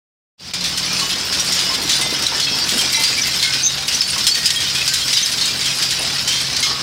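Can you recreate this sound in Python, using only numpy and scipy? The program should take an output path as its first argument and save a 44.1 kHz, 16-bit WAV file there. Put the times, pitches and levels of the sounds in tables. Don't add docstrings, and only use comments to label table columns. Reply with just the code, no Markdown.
import sys
import numpy as np
from scipy import signal
from scipy.fft import rfft, irfft
from scipy.io import wavfile
from scipy.ndimage import uniform_filter1d

SR = 44100
rng = np.random.default_rng(int(sys.argv[2]) if len(sys.argv) > 2 else 0)


def transcribe(u):
    v = np.clip(np.atleast_2d(u).T, -1, 1)
    q = np.round(v * 32767).astype(np.int16)
    wavfile.write(sys.argv[1], SR, q)


N = 300762

# f/Hz, level before/dB, level after/dB, t of the change/s
MOTORS = [(134.7, -45.5, -40.5, 1.65), (177.6, -40.5, -48, 2.05)]
RUMBLE_SPECTRUM = [(20, -24), (33, -24), (45, 1), (65, 2), (81, 8), (100, 2.5), (160, 2.5), (230, 0),
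                   (400, -19.5), (1000, -60)]
CHURN_SPECTRUM = [(90, -53), (180, -4.5), (260, 1), (400, -3.5), (650, -5.5), (1000, -3), (2000, -11.5),
                  (5000, -52)]
CHURN_LEVELS = [(0.55, -39.5), (0.9, -36), (1.8, -33.5), (2.1, -32.5), (2.45, -36.5), (2.8, -32),
                (3.05, -36.5), (4.2, -38.5), (4.5, -40.5), (5.15, -40), (5.4, -37), (5.7, -39.5),
                (6.0, -35), (6.3, -39.5), (6.8, -36.5)]
LUMPS = [(1.014, -25.5, 1106, 0.84), (1.384, -24, 1090, .1), (1.69, -20, 1058, 0.57), (1.849, -21, 205, .1),
         (2.059, -23.5, 501, .1), (2.12, -18.5, 291, 0.05), (2.319, -17, 902, .1), (2.511, -20, 251, 0.16),
         (2.723, -20, 276, .1), (2.759, -18.5, 270, 0.17), (2.972, -26, 896, 1), (3.099, -24, 520, 0.24),
         (3.775, -30, 783, 0.8), (4.158, -22, 1080, 0.44), (5.991, -22, 580, .1), (6.03, -27, 675, 0.65)]
STREAM_LEVELS = [(0.65, -26, -43), (0.79, -22, -37.5), (0.99, -20, -33), (1.35, -22, -35),
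                 (1.52, -20.5, -31), (2.04, -21, -35.5), (2.72, -19.5, -31), (3.37, -19, -29.5),
                 (3.7, -21.5, -34), (5.41, -20.5, -29.5), (5.99, -21, -34), (6.8, -21, -37.5)]
STREAM_SPECTRUM = [(250, -38), (500, -10), (900, -21), (1500, -10), (2300, -6.5), (3200, -3.5),
                   (4200, -2.5), (5150, 2), (6000, -6.5), (6900, -11.5), (8700, -14), (11300, -25),
                   (15800, -21.5)]
SCRAPES = [(1.39, 0.031, 5650, -14.5), (1.687, .017, 5170, -14), (2.265, 0.007, 3950, -7.5),
           (2.615, 0.025, 4660, -16), (3.211, 0.021, 5890, -15.5), (3.627, 0.061, 6250, -7.5),
           (3.939, 0.024, 5860, -16.5), (4.007, 0.0069, 5240, -2.5), (4.105, 0.0081, 8580, -16),
           (4.449, 0.028, 5020, -6), (4.811, 0.021, 2590, -19.5), (5.167, 0.0096, 4900, -4),
           (5.223, 0.024, 6180, -14.5), (5.254, .013, 5080, -12)]
STIFF_PIECES = [(1.022, 2960, -18.5, .29), (1.526, 5520, -12.5, .19), (1.532, 7100, -19, .16),
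                (1.655, 2940, -23, .24), (1.93, 3520, -12.5, .25), (2.014, 2060, -23.5, 0.73),
                (2.021, 8250, -18, .14), (2.045, 3580, -21.5, 0.46), (2.427, 4310, -13, .24),
                (2.47, 2634, -20.5, .37), (2.468, 3273, -18.5, .5), (2.52, 5260, -16.5, .45),
                (2.585, 4740, -19, .34), (2.787, 3180, -13, .18), (2.931, 2340, -23, .7),
                (2.942, 5038, -20, .7), (2.944, 3962, -14, 0.28), (2.944, 2056, -20, 0.77),
                (2.953, 3180, -20, .5), (2.955, 5730, -7, 0.1), (3.04, 4780, -13, 0.51),
                (3.177, 2305, -16, .18), (3.25, 2067, -25.5, .6), (3.438, 2150, -18, .38),
                (3.451, 1520, -27.5, 1), (3.66, 3780, -15.5, 0.35), (4.016, 4520, -14, 0.38),
                (4.277, 5120, -1, .1), (4.312, 4520, -11, 0.36), (4.353, 1876, -24.5, 0.52),
                (4.472, 1855, -24.5, 0.81), (4.559, 3255, -14.5, 0.4), (4.649, 3020, -20, .2),
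                (4.752, 3290, -23, .41), (4.755, 2475, -23, 0.65), (4.88, 1564, -23, .36),
                (5.012, 3251, -20, .27), (5.135, 3840, -17.5, .73), (5.172, 5964, -21, .39),
                (5.411, 4230, -12, 0.19), (5.42, 3780, -17.5, 0.37), (5.662, 3240, -20.5, .35),
                (5.678, 2519, -27, .3), (6.275, 3090, -13, 0.24), (6.326, 3190, -20, .51),
                (6.627, 2150, -18.5, .27), (6.635, 3240, -15, .18), (6.639, 5146, -13, .2),
                (6.645, 1254, -29.5, 1), (6.665, 1120, -30, 1)]
BIG_PIECES = [(0.536, -22, .25, -29), (0.639, -17.5, 0.58, -32), (0.775, -21, 0.54, -22),
              (0.995, -16, .35, -34), (1.1, -20, 0.32, -35), (1.325, -16.5, 0.44, -35),
              (1.395, -20, .44, -22), (1.521, -20, 0.29, -19), (1.59, -14, 0.46, -29),
              (1.893, -10.5, 0.43, -27), (1.93, -15, .52, -36), (2.012, -19, 0.32, -20),
              (2.222, -24, .65, -23), (2.264, -17, 0.15, -19), (2.399, -15, .1, -32),
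              (2.69, -16, 0.38, -22), (2.783, -17, .26, -36), (2.81, -21, .38, -18.5),
              (2.928, -29, .2, -18), (3.035, -10, 0.16, -17), (3.426, -9, 0.21, -26),
              (3.535, -14, .26, -35), (3.88, -16, 0.26, -21), (3.946, -21, 0.44, -21),
              (4.015, -11, 0.14, -37), (4.179, -19, 0.56, -23), (4.267, -7, 0.23, -8),
              (4.35, -20, .21, -20), (4.457, -12, .27, -12), (4.504, -10, 0.06, -21),
              (4.603, -22, 0.71, -26), (4.75, -22, 0.42, -26), (4.877, -10, 0.16, -19),
              (4.937, -17.5, 0.25, -14.5), (5.079, -16, 0.25, -38), (5.129, -10, 0.2, -20),
              (5.17, -11, 0.35, -24), (5.258, -20, 0.42, -21), (5.41, -16, 0.47, -34),
              (5.454, -19, 0.37, -22), (5.657, -18, 0.39, -21), (5.824, -12.5, .21, -21),
              (5.906, -20, 0.65, -20), (6.276, -15.5, 0.44, -18), (6.323, -20, .74, -24),
              (6.565, -13, 0.082, -36), (6.627, -13, 0.35, -32)]
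OPENING_SWELL = [(.372, -90), (.382, -30), (.405, -14), (.48, -3), (.515, -4), (.524, -15), (.534, -15),
                 (.536, 0)]
# f/Hz, level/dB
TREBLE_SPECTRUM = [(5500, -45), (6500, -17), (7500, -5)]
TINKLE_SPECTRUM = [(3000, -24), (7000, -21), (9000, 2), (11500, -7), (15800, -4.5)]
RASP_SPECTRUM = [(600, -22), (1600, -9), (3547.8, -2), (5200, 0), (6800, -8), (9000, -11),
                 (12000, -21), (16000, -24)]
CRACK_SPECTRUM = [(900, -34), (3000, -2), (5200, 1), (8500, -1.5), (12000, -13.5), (16000, -17)]
# f/f0, level/dB
THUD_SPECTRUM = [(.25, -30), (.5, -11), (1, 0), (1.06, -5.5), (2, -11), (6, -35), (16, -60)]


def amp(db):
    return 10 ** (np.asarray(db) / 20)


def unit(x):
    return x / np.sqrt(np.mean(x ** 2) + 1e-20)


def clock(length):
    return np.arange(int(length * SR)) / SR


def curve(rows, column=1):
    rows = np.asarray(rows)
    return np.interp(np.arange(N) / SR, rows[:, 0], rows[:, column])


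def add(mix, s, sound):
    part = mix[max(round(s * SR), 0):][:len(sound)]
    part += sound[:len(part)]


def colour(x, points):
    hz, db = np.transpose(points)
    bin_hz = np.fft.rfftfreq(len(x), 1 / SR)
    gain = amp(np.interp(np.log(bin_hz + 1), np.log(hz), db))
    return irfft(rfft(x) * gain, len(x))


def drift(rate_hz, size=N):
    hz = np.fft.rfftfreq(size, 1 / SR)
    return unit(irfft(rfft(rng.standard_normal(size)) * np.exp(-(hz / rate_hz) ** 2), size))


def bending_modes(hz, weight, t60, t):
    strength, life, phase = rng.standard_normal((3, len(hz), 1))
    decay = np.log(1000) / (t60 * np.exp(0.41 * life))
    angle = 2 * np.pi * hz[:, None] * t + np.pi * phase
    return (weight * strength[:, 0]) @ (np.exp(-decay * t) * np.sin(angle))


def contact(t, t60):
    return rng.standard_normal(len(t)) * amp(-60 * t / t60)


def landings(per_s, spread_db=3):
    when, force, place = rng.random((round(per_s * N / SR), 3)).T
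    return zip(when * N / SR, spread_db * (2 * force - 1), place)


def machinery(settle_s=0.45, waver_hz=1.294, throb_db=2.5, lumpy_db=2):
    rumble = amp(-40.5) * unit(colour(rng.standard_normal(N), RUMBLE_SPECTRUM))
    lumpy_noise = rng.standard_normal(N) * amp(lumpy_db * drift(31))
    churn = amp(curve(CHURN_LEVELS) + 1.5) * unit(colour(lumpy_noise, CHURN_SPECTRUM))
    hum = np.zeros(N)
    for hz, before_db, after_db, shift_s in MOTORS:
        shifted = np.clip((np.arange(N) / SR - shift_s) / settle_s + .5, 0, 1)
        note = np.sin(2 * np.pi * np.cumsum(hz + waver_hz * drift(6.7)) / SR)
        throb = amp(throb_db * drift(16))
        hum += amp(before_db + (after_db - before_db) * shifted) * unit(throb * note)
    return rumble + churn + hum


def knocks(thud_t60=0.12, rise_s=0.0036, level_db=-10, note_db=11, note_t60=0.28):
    out, t = np.zeros(N), clock(.25)
    onset = 1 - np.exp(-t / rise_s)
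    for s, db, hz, hollow in LUMPS:
        resonance = [(hz * ratio, gain_db) for ratio, gain_db in THUD_SPECTRUM]
        thud = onset * colour(contact(t, thud_t60), resonance)
        note = hollow * onset * amp(note_db - 60 * t / note_t60) * np.sin(2 * np.pi * hz * t)
        add(out, s, amp(db + level_db) * (thud / np.std(thud[t < .025]) + note))
    return out


def shards(per_s, spread_db, low_hz, high_hz, t60, tick_share, tick_t60, modes, kinds):
    out, t = np.zeros(N), clock(0.081)
    impacts = []
    for _ in range(kinds):
        hz = np.exp(rng.uniform(np.log(low_hz), np.log(high_hz), size=modes))
        ring = unit(bending_modes(hz, np.sqrt(hz), t60, t))
        impacts.append(ring + tick_share * unit(contact(t, tick_t60)))
    chance, force, smallness, kind = rng.random((4, N))
    gain = amp(spread_db * np.minimum(-np.log(force + 1e-9), 3.6))
    for n in np.flatnonzero(chance < per_s / SR):
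        speed = 1 + .2 * (smallness[n] - .5)
        impact = np.interp(t * speed, t, impacts[int(kind[n] * kinds)], right=0)
        add(out, n / SR, gain[n] * impact)
    return unit(out)


def clatter(far_db=-5, treble_db=-3.5, tinkle_db=-5, gush_db=2, gush_hz=14):
    near = shards(per_s=520, spread_db=3, low_hz=900.7, high_hz=14000, t60=0.095,
                  tick_share=0.47, tick_t60=0.021, modes=24, kinds=40)
    far = amp(far_db) * rng.standard_normal(N)
    scrap = unit(colour(near + far, STREAM_SPECTRUM))
    treble = colour(scrap, TREBLE_SPECTRUM)
    splinters = shards(per_s=150, spread_db=5, low_hz=6730, high_hz=14600, t60=0.062,
                       tick_share=0.35, tick_t60=.008, modes=4, kinds=30)
    tinkles = unit(colour(splinters, TINKLE_SPECTRUM))
    gushes = amp(gush_db * drift(gush_hz))
    fine = (amp(treble_db) * unit(treble) + amp(tinkle_db) * tinkles) * gushes
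    return amp(curve(STREAM_LEVELS)) * (scrap - treble) + amp(curve(STREAM_LEVELS, column=2)) * fine


def squeaks(glide=0.018, jitter=0.0073, flutter=.4, tail_t60=0.094, tail_db=-7):
    out = np.zeros(N)
    for s, length, hz, db in SCRAPES:
        progress = clock(length) / length
        pitch = hz * (1 + glide * (progress - .5) + jitter * drift(500, len(progress)))
        tone = np.sin(2 * np.pi * np.cumsum(pitch) / SR) * (1 + flutter * drift(570, len(progress)))
        add(out, s, amp(db) * unit(tone) * np.sin(np.pi * progress))
    tail = contact(clock(.15), tail_t60)
    scattered = signal.oaconvolve(out, tail / np.linalg.norm(tail))[:N]
    return out + amp(tail_db) * scattered


def rings(rise_s=0.00078, twin_share=0.25, split_hz=24, chatter=0.33, level_db=-1):
    out, t = np.zeros(N), clock(.7)
    onset = 1 - np.exp(-t / rise_s)
    low_hz, high_hz, faint_db, faint_t60 = 2200, 6200, -27, .36
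    faint = [(s, low_hz * (high_hz / low_hz) ** place, faint_db + db, faint_t60)
             for s, db, place in landings(per_s=7)]
    for s, hz, db, t60 in list(STIFF_PIECES) + faint:
        side, phase = rng.uniform(-1, 1, size=2)
        beat_hz = split_hz * (side + np.sign(side))
        beating = 1 + twin_share * np.exp(1j * np.pi * (2 * beat_hz * t + phase))
        jostle = 1 + chatter * (drift(66, len(t)) + 1j * drift(50, len(t)))
        note = amp(-60 * t / t60) * (np.exp(2j * np.pi * hz * t) * beating * jostle).real
        jangle_hz = hz * 1.6 ** rng.uniform(-.5, 1, size=5)
        jangle = bending_modes(jangle_hz, weight=.16, t60=0.66 * t60, t=t)
        add(out, s, amp(db + level_db) * onset * (note + jangle))
    return out


def clinks(cluster_hz=4380, spread=0.088, log_width=0.35, crumple_s=0.00064, bounce=0.17):
    out, t = np.zeros(N), clock(0.36)
    onset = 1 - np.exp(-t / crumple_s)
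    light_db, light_t60, light_crack_db = -24.5, 0.21, -36
    light = [(s, light_db + db, light_t60, light_crack_db + db) for s, db, _ in landings(per_s=5)]
    for s, db, t60, crack_db in list(BIG_PIECES) + light:
        centre_hz = cluster_hz * (1 + spread * rng.uniform(-1.2, 1))
        hz = np.exp(rng.uniform(np.log(1400), np.log(13000), size=70))
        weight = np.exp(-np.log(hz / centre_hz) ** 2 / (2 * log_width ** 2)) + 0.017
        ring = bending_modes(hz, weight, 0.71 * t60, t)
        rasp_spectrum = list(RASP_SPECTRUM)
        rasp_spectrum[2] = (0.81 * centre_hz, -2)
        rasp = colour(contact(t, 0.61 * t60), rasp_spectrum)
        strike = amp(db - 3) * (ring / np.std(ring[t < .012]) + rasp / np.std(rasp[t < .012]))
        crack = colour(contact(t, t60=0.11), CRACK_SPECTRUM)
        crack *= amp(crack_db + 3) / np.std(crack[t < .005])
        add(out, s, onset * (strike + crack))
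        rebound_s = s + rng.uniform(0.0054, .022)
        add(out, rebound_s, bounce * strike * amp(-60 * t / t60))
    return out


def scene():
    return (clatter() + clinks() + rings() + squeaks() + knocks() + machinery())[None]


def record(dry, threshold_db=-17, squeeze=0.41, recovery_db_per_s=170, ceiling=.8, edge_hz=15830):
    t = np.arange(N) / SR
    x = dry * amp(curve(OPENING_SWELL)) * (t > OPENING_SWELL[0][0])
    power_db = 10 * np.log10(abs(uniform_filter1d(x[0] ** 2, size=200)) + 1e-12)
    fall_db = t * recovery_db_per_s
    held_db = np.maximum.accumulate(power_db + fall_db) - fall_db
    over_db = np.maximum(held_db - threshold_db, 0)
    x = x / amp(squeeze * uniform_filter1d(over_db, size=80))
    x = x / (1 + (x / ceiling) ** 6) ** (1 / 6)
    low_pass = signal.firwin(511, edge_hz, window=("kaiser", 9), fs=SR)
    return signal.oaconvolve(x, low_pass[None], "same")


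dry = scene()
out = record(dry)
transcribe(out)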